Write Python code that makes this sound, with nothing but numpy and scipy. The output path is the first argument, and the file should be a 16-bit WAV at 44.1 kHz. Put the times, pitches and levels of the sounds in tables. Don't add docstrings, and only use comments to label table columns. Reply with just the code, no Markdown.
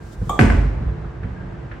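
import sys
import numpy as np
from scipy import signal
from scipy.fft import rfft, irfft
from scipy.io import wavfile

SR = 44100
rng = np.random.default_rng(int(sys.argv[2]) if len(sys.argv) > 2 else 0)


def wrap_up_sound(samples):
    columns = np.atleast_2d(samples).T
    tamed = np.clip(columns, -1, 1)
    steps = np.round(tamed * 32767).astype(np.int16)
    wavfile.write(sys.argv[1], SR, steps)


N = 79380
T = np.arange(N) / SR
FREQS = np.fft.rfftfreq(N, 1 / SR)

# (t/s, crack/dB, echo/dB, boards/dB, floor boom/dB)
BLOWS = [(0.391, -0.5, -15, 2, -9.5), (0.5011, -10, -31, -10.5, -5.5)]
LANDING_S, CRACK_RISE_S = BLOWS[0][0], 0.0011
BOOM_HZ, BOOM_T60_S = 49.34, 0.93
HALL_BUILD_S, TOP_HZ = 0.0092, 16000


def amp(db):
    return 10 ** (np.asarray(db) / 20)


def curve(table):
    hz, values = np.array(table, float).T
    return np.interp(np.log(np.maximum(FREQS, 1)), np.log(hz), values)


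def noise(colour):
    # (f/Hz, correlation)
    likeness = [(50, 1), (170, 0.94), (350, 0.23), (700, 0.35), (1400, 0.19), (3000, 0.36), (10000, 0.11)]
    correlation = np.clip(curve(likeness), 0, .999)
    mid, side = rfft(rng.standard_normal((2, N)))
    spectrum = mid * np.sqrt(1 + correlation) + side * np.sqrt(1 - correlation) * np.array([[1], [-1]])
    stereo = irfft(spectrum * amp(curve(colour)), N)
    return stereo / stereo.std()


def walk(rate_hz):
    drift = irfft(rfft(rng.standard_normal(N)) * np.exp(-(FREQS / rate_hz) ** 2), N)
    return drift / np.sqrt(np.mean(drift ** 2))


def wavering(hz, depth, rate_hz):
    return np.sin(2 * np.pi * np.cumsum(hz * (1 + depth * walk(rate_hz))) / SR)


def envelope(start, rise, t60):
    age = np.maximum(T - start, 0)
    return np.sin(np.pi / 2 * np.minimum(age / rise, 1)) ** 2 * np.exp(-np.log(1000) * age / t60)


def swell(time, half):
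    return np.exp(-((T - time) / half) ** 2)


def ring(start, hz, rise, t60):
    return np.sin(2 * np.pi * hz * (T - start)) * envelope(start, rise, t60)


def later(stereo, lag):
    return np.pad(stereo, ((0, 0), (int(round(lag * SR)), 0)))[:, :N]


def hall(colour):
    # (f/Hz, t60/s)
    decays = [(100, 0.86), (400, 0.88), (1500, 0.81), (4000, 0.79), (8500, 0.54), (11000, 0.38)]
    spectrum, tail = rfft(noise(colour)), 0
    for band_hz, t60 in decays:
        share = curve([(hz, hz == band_hz) for hz, _ in decays])
        tail += irfft(spectrum * share, N) * envelope(0, HALL_BUILD_S, t60)
    return tail


def bending(start, hz, t60):
    lag_at_100_hz_s, dispersion, rise_cycles = 0.00785, 1.95, 1.2
    lag = lag_at_100_hz_s * (100 / hz) ** dispersion
    return ring(start + lag, hz, rise_cycles / hz, t60)


def room_tone():
    # (f/Hz, level/dB)
    air_colour = [(20, -21.5), (45, 5.5), (75, -4), (120, 0), (200, -9), (400, -14), (700, -18),
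                  (1600, -23.5), (2400, -32.5), (4000, -43.5), (8000, -53.5), (11000, -67.5), (15000, -80)]
    # (f/Hz, level/dB)
    hum_tones = [(119, -52), (340, -48), (437, -52.5), (1600, -61.5)]
    swell_db, swell_s = 3.5, 1.0
    air = noise(air_colour) * amp(-37.5 + swell_db * np.minimum(T / swell_s, 1) + 0.37 * walk(5.9))
    hum = sum(amp(db + 3.3 * walk(3)) * wavering(hz, depth=0.0042, rate_hz=22) for hz, db in hum_tones)
    return air + hum


def feet():
    # (t/s, thud/dB, tap/dB, thud t60/s, tilt of the board modes/dB per octave)
    steps = [(0.011, -30, -58, 0.23, -5), (0.214, -14.5, -47, 0.13, 0), (.27, -21.5, -49.5, .31, -5.5),
             (0.8, -24, -64, 0.16, 9.5), (0.881, -34, -44, .2, 4), (1.243, -21.5, -52, 0.24, 4),
             (1.407, -36, -47, .3, 1.5)]
    # (f/Hz, level/dB)
    board_modes = [(88, -5), (120, 1), (184, -2.5), (250, -13.5)]
    # (f/Hz, level/dB)
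    thud_colour = [(30, -58.5), (55, 2), (120, 4.5), (185, -20), (280, -25), (500, -13.5), (1500, -63.5),
                   (6000, -100)]
    # (f/Hz, level/dB)
    tap_colour = [(150, -17), (500, 15), (1600, 17), (2400, 0), (3600, -18.5), (8000, -33.5), (14000, -55)]
    # (t/s, half length/s, level/dB)
    slides = [(0.073, 0.072, -58), (0.135, 0.016, -55.5), (0.303, 0.12, -55)]
    # (f/Hz, level/dB)
    slide_colour = [(1000, -13), (3500, 4), (7500, 3), (10000, -2.5), (15000, -9.5)]
    pivot_hz, rise_cycles = 120, 3
    boards = sum(amp(db + mode_db + tilt * np.log2(hz / pivot_hz)) * ring(s, hz, rise_cycles / hz, t60)
                 for s, db, _, t60, tilt in steps for hz, mode_db in board_modes)
    thuds = sum(amp(db - 3.5) * envelope(s, rise=0.0025, t60=t60) for s, db, _, t60, _ in steps)
    taps = sum(amp(db) * envelope(s, rise=0.0022, t60=0.28) for s, _, db, _, _ in steps)
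    brushes = sum(amp(db) * swell(s, half) for s, half, db in slides)
    soles = thuds * noise(thud_colour) + taps * noise(tap_colour) + brushes * noise(slide_colour)
    floor_boom = amp(-19.5) * bending(start=0.13, hz=BOOM_HZ, t60=BOOM_T60_S)
    return boards + soles + floor_boom


def squeak():
    # (t/s, f/Hz)
    pitch = [(.293, 1107), (.305, 1140), (.32, 1203), (.355, 1183), (.375, 1169)]
    # (multiple, level/dB)
    partials = [(1, 6.5), (2, -20), (3, -29.5)]
    # (f/Hz, level/dB, t60/s)
    sole_modes = [(462, -4.5, 0.1), (808, 2.5, 0.1)]
    # (f/Hz, level/dB)
    rasp_colour = [(250, 1), (480, 3.5), (830, 6), (1250, -9.5), (1650, -19.5), (2900, -25.5), (3350, -4.5),
                   (4000, -31.5), (5200, -33.5), (6200, -17.5), (7900, -16.5), (10000, -34.5),
                   (12500, -24.5), (15500, -38)]
    start, rise, jitter = .2935, 0.0018, 0.014
    pitch_hz = np.interp(T, *np.array(pitch).T) * (1 + jitter * walk(310))
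    phase = 2 * np.pi * np.cumsum(pitch_hz) / SR
    tone = sum(amp(db) * np.sin(k * phase) for k, db in partials) * envelope(start, rise, t60=0.27)
    tone += sum(amp(db) * ring(start, hz, rise, t60) for hz, db, t60 in sole_modes)
    room = hall([(20, 0), (TOP_HZ, 0)])
    room /= np.sqrt(np.sum(room ** 2) / 2)
    echo = signal.fftconvolve(tone[None], room, axes=1)[:, :N]
    rasp = amp(-15) * noise(rasp_colour) * envelope(0, rise, t60=0.044)
    rasp += amp(-27.5) * hall(rasp_colour)
    return amp(-24) * tone + amp(-31) * echo + later(rasp, start)


def crack():
    # (f/Hz, level/dB, t60/s)
    contact_modes = [(276, -1, 0.019), (694, -10.5, 0.028), (1273, 2.5, 0.0044), (1620, 10, 0.0049),
                     (2520, -6.5, 0.0085), (4820, -26.5, 0.011), (8600, -23, 0.0042)]
    # (lag/s, level/dB, extra lag on the right/s)
    mirrors = [(.0038, -1.5, .0002), (.0075, -5, -0.005), (0.0206, -1.5, .0003)]
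    # (f/Hz, level/dB)
    ringing = [(413, -21.5), (475, -30.5), (553, -32), (699, -27), (1139, -29), (1352, -30), (1506, -24),
               (1668, -31.5), (1934, -39.5), (2157, -34.5), (2515, -34.5)]
    click = sum(amp(db) * ring(0, hz, CRACK_RISE_S, t60) for hz, db, t60 in contact_modes)
    sound = np.array([click, click])
    for lag, db, skew in mirrors:
        sound += amp(db) * np.array([np.interp(T - lag - s, T, click, left=0) for s in (0, skew)])
    fading = envelope(0, HALL_BUILD_S, t60=0.5)
    for hz, db in ringing:
        phases = rng.uniform(0, 2 * np.pi) + 0.91 * rng.standard_normal((2, 1)) + walk(33)
        sound += amp(db) * np.sin(2 * np.pi * hz * T + phases) * fading
    return sound


def ball_blows():
    # (f/Hz, level/dB, t60/s)
    lane_modes = [(80.52, -13.5, 0.78), (94.8, -13, 0.56), (118, -22, 0.32), (143.4, -17, 0.5),
                  (183.5, -22, 0.54), (215, -14.5, 0.65), (249.1, -14.5, 0.52), (325.5, -24.5, 0.17),
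                  (384.4, -20, 0.31)]
    # (f/Hz, level/dB)
    echo_colour = [(60, -43), (130, -7.5), (250, 6), (400, -1.5), (600, -7.5), (850, -8.5), (1300, -12),
                   (2100, -9.5), (2800, -19), (3700, -29), (5000, -29), (8500, -30), (10500, -39),
                   (15000, -50)]
    contact = crack()
    skew_s = 0.00031 * np.array([[.5], [-.5]])
    boards = sum(amp(db) * bending((-1) ** k * skew_s, hz, t60)
                 for k, (hz, db, t60) in enumerate(lane_modes))
    echo = later(hall(echo_colour), lag=.004)
    boom = bending(0, BOOM_HZ, BOOM_T60_S)
    sound = 0
    for start, crack_db, echo_db, boards_db, boom_db in BLOWS:
        blow = amp(crack_db) * contact + amp(echo_db) * echo + amp(boards_db) * boards + amp(boom_db) * boom
        sound += later(blow, start)
    return sound


def tick():
    # (f/Hz, level/dB)
    colour = [(500, 10), (3000, 2.5), (9000, -18.5), (15000, -22)]
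    return amp(-15.5) * noise(colour) * envelope(LANDING_S, CRACK_RISE_S, t60=0.049)


def punch():
    from_hz, to_hz, glide_s = 175, 49.6, 0.0522
    age = np.maximum(T - LANDING_S, 0)
    hz = to_hz + (from_hz - to_hz) * np.exp(-age / glide_s)
    phase = 2 * np.pi * np.cumsum(hz * (age > 0)) / SR
    return amp(-5.5) * np.sin(phase) * swell(LANDING_S + .031, half=0.017)


def rolling():
    # (f/Hz, level/dB)
    colour = [(25, -30.5), (40, -16.5), (58, 5), (85, -3.5), (150, -4), (200, -18), (400, -21), (800, -30),
              (1700, -34.5), (3000, -53), (8000, -66), (14000, -95)]
    # (t/s, level/dB)
    levels = [(.46, -24.5), (.56, -19.5), (.72, -24.5), (.88, -25.5), (1.0, -32), (1.13, -34), (1.4, -35),
              (1.8, -42)]
    # (t/s, half length/s, f/Hz, level/dB)
    stretches = [(0.871, 0.057, 61, -20.5), (0.88, 0.06, 95, -26.5), (0.96, 0.088, 153, -31.5),
                 (1.203, .05, 57, -29.5), (1.43, 0.054, 121, -32.5), (1.362, 0.15, 180.6, -36),
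                 (1.66, 0.098, 118, -39)]
    rumble = noise(colour) * amp(np.interp(T, *np.array(levels).T)) * (T > LANDING_S)
    drones = sum(amp(db) * swell(s, half) * wavering(hz, depth=0.022, rate_hz=23.5)
                 for s, half, hz, db in stretches)
    return rumble + drones


def scrapes():
    # (t/s, half length/s, f/Hz, width/Hz, level/dB)
    rubs = [(0.834, 0.18, 4010, 25, -69.5), (.885, 0.016, 3410, 70, -61.5),
            (1.408, 0.06, 1623, 44.6, -47.5)]
    sound = 0
    for s, half, hz, width, db in rubs:
        resonance = np.exp(-((FREQS - hz) / width) ** 2)
        band = irfft(rfft(rng.standard_normal((2, N))) * resonance, N)
        sound += amp(db) * swell(s, half) * band / band.std()
    return sound


def knocks():
    # (t/s, level/dB, f/Hz)
    hits = [(1.043, -38, 1230), (1.232, -37.5, 1760), (1.7134, -34, 1650)]
    skirt_db, sound = -9, 0
    for s, db, hz in hits:
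        colour = [(hz / 4, skirt_db), (hz / 2, skirt_db), (hz, 0), (hz * np.sqrt(2), skirt_db),
                  (hz * 4, -44.5), (TOP_HZ, -70)]
        click = noise(colour) * envelope(0, rise=0.0016, t60=0.081)
        sound += amp(db) * later(click + amp(-10.5) * hall(colour), s)
    return sound


def scene():
    # (f/Hz, level/dB)
    balance = [(100, -1.74), (700, -1.4), (1500, -1), (5000, 3), (10000, -1)]
    mix = room_tone() + feet() + squeak() + ball_blows() + tick() + punch() + rolling()
    mix += scrapes() + knocks()
    fade_s = .004
    mix *= np.minimum(np.minimum(T, T[-1] - T) / fade_s, 1)
    return irfft(rfft(mix) * amp(curve(balance) * np.array([[.5], [-.5]])), N)


def record(dry):
    low_cut_hz, ceiling = 34.3, .95
    lean = signal.sosfilt(signal.butter(6, low_cut_hz, "high", fs=SR, output="sos"), dry)
    rounded = lean / (1 + (lean / ceiling) ** 8) ** (1 / 8)
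    return signal.sosfilt(signal.ellip(8, .2, 70, TOP_HZ, fs=SR, output="sos"), rounded)


dry = scene()
out = record(dry)
wrap_up_sound(out)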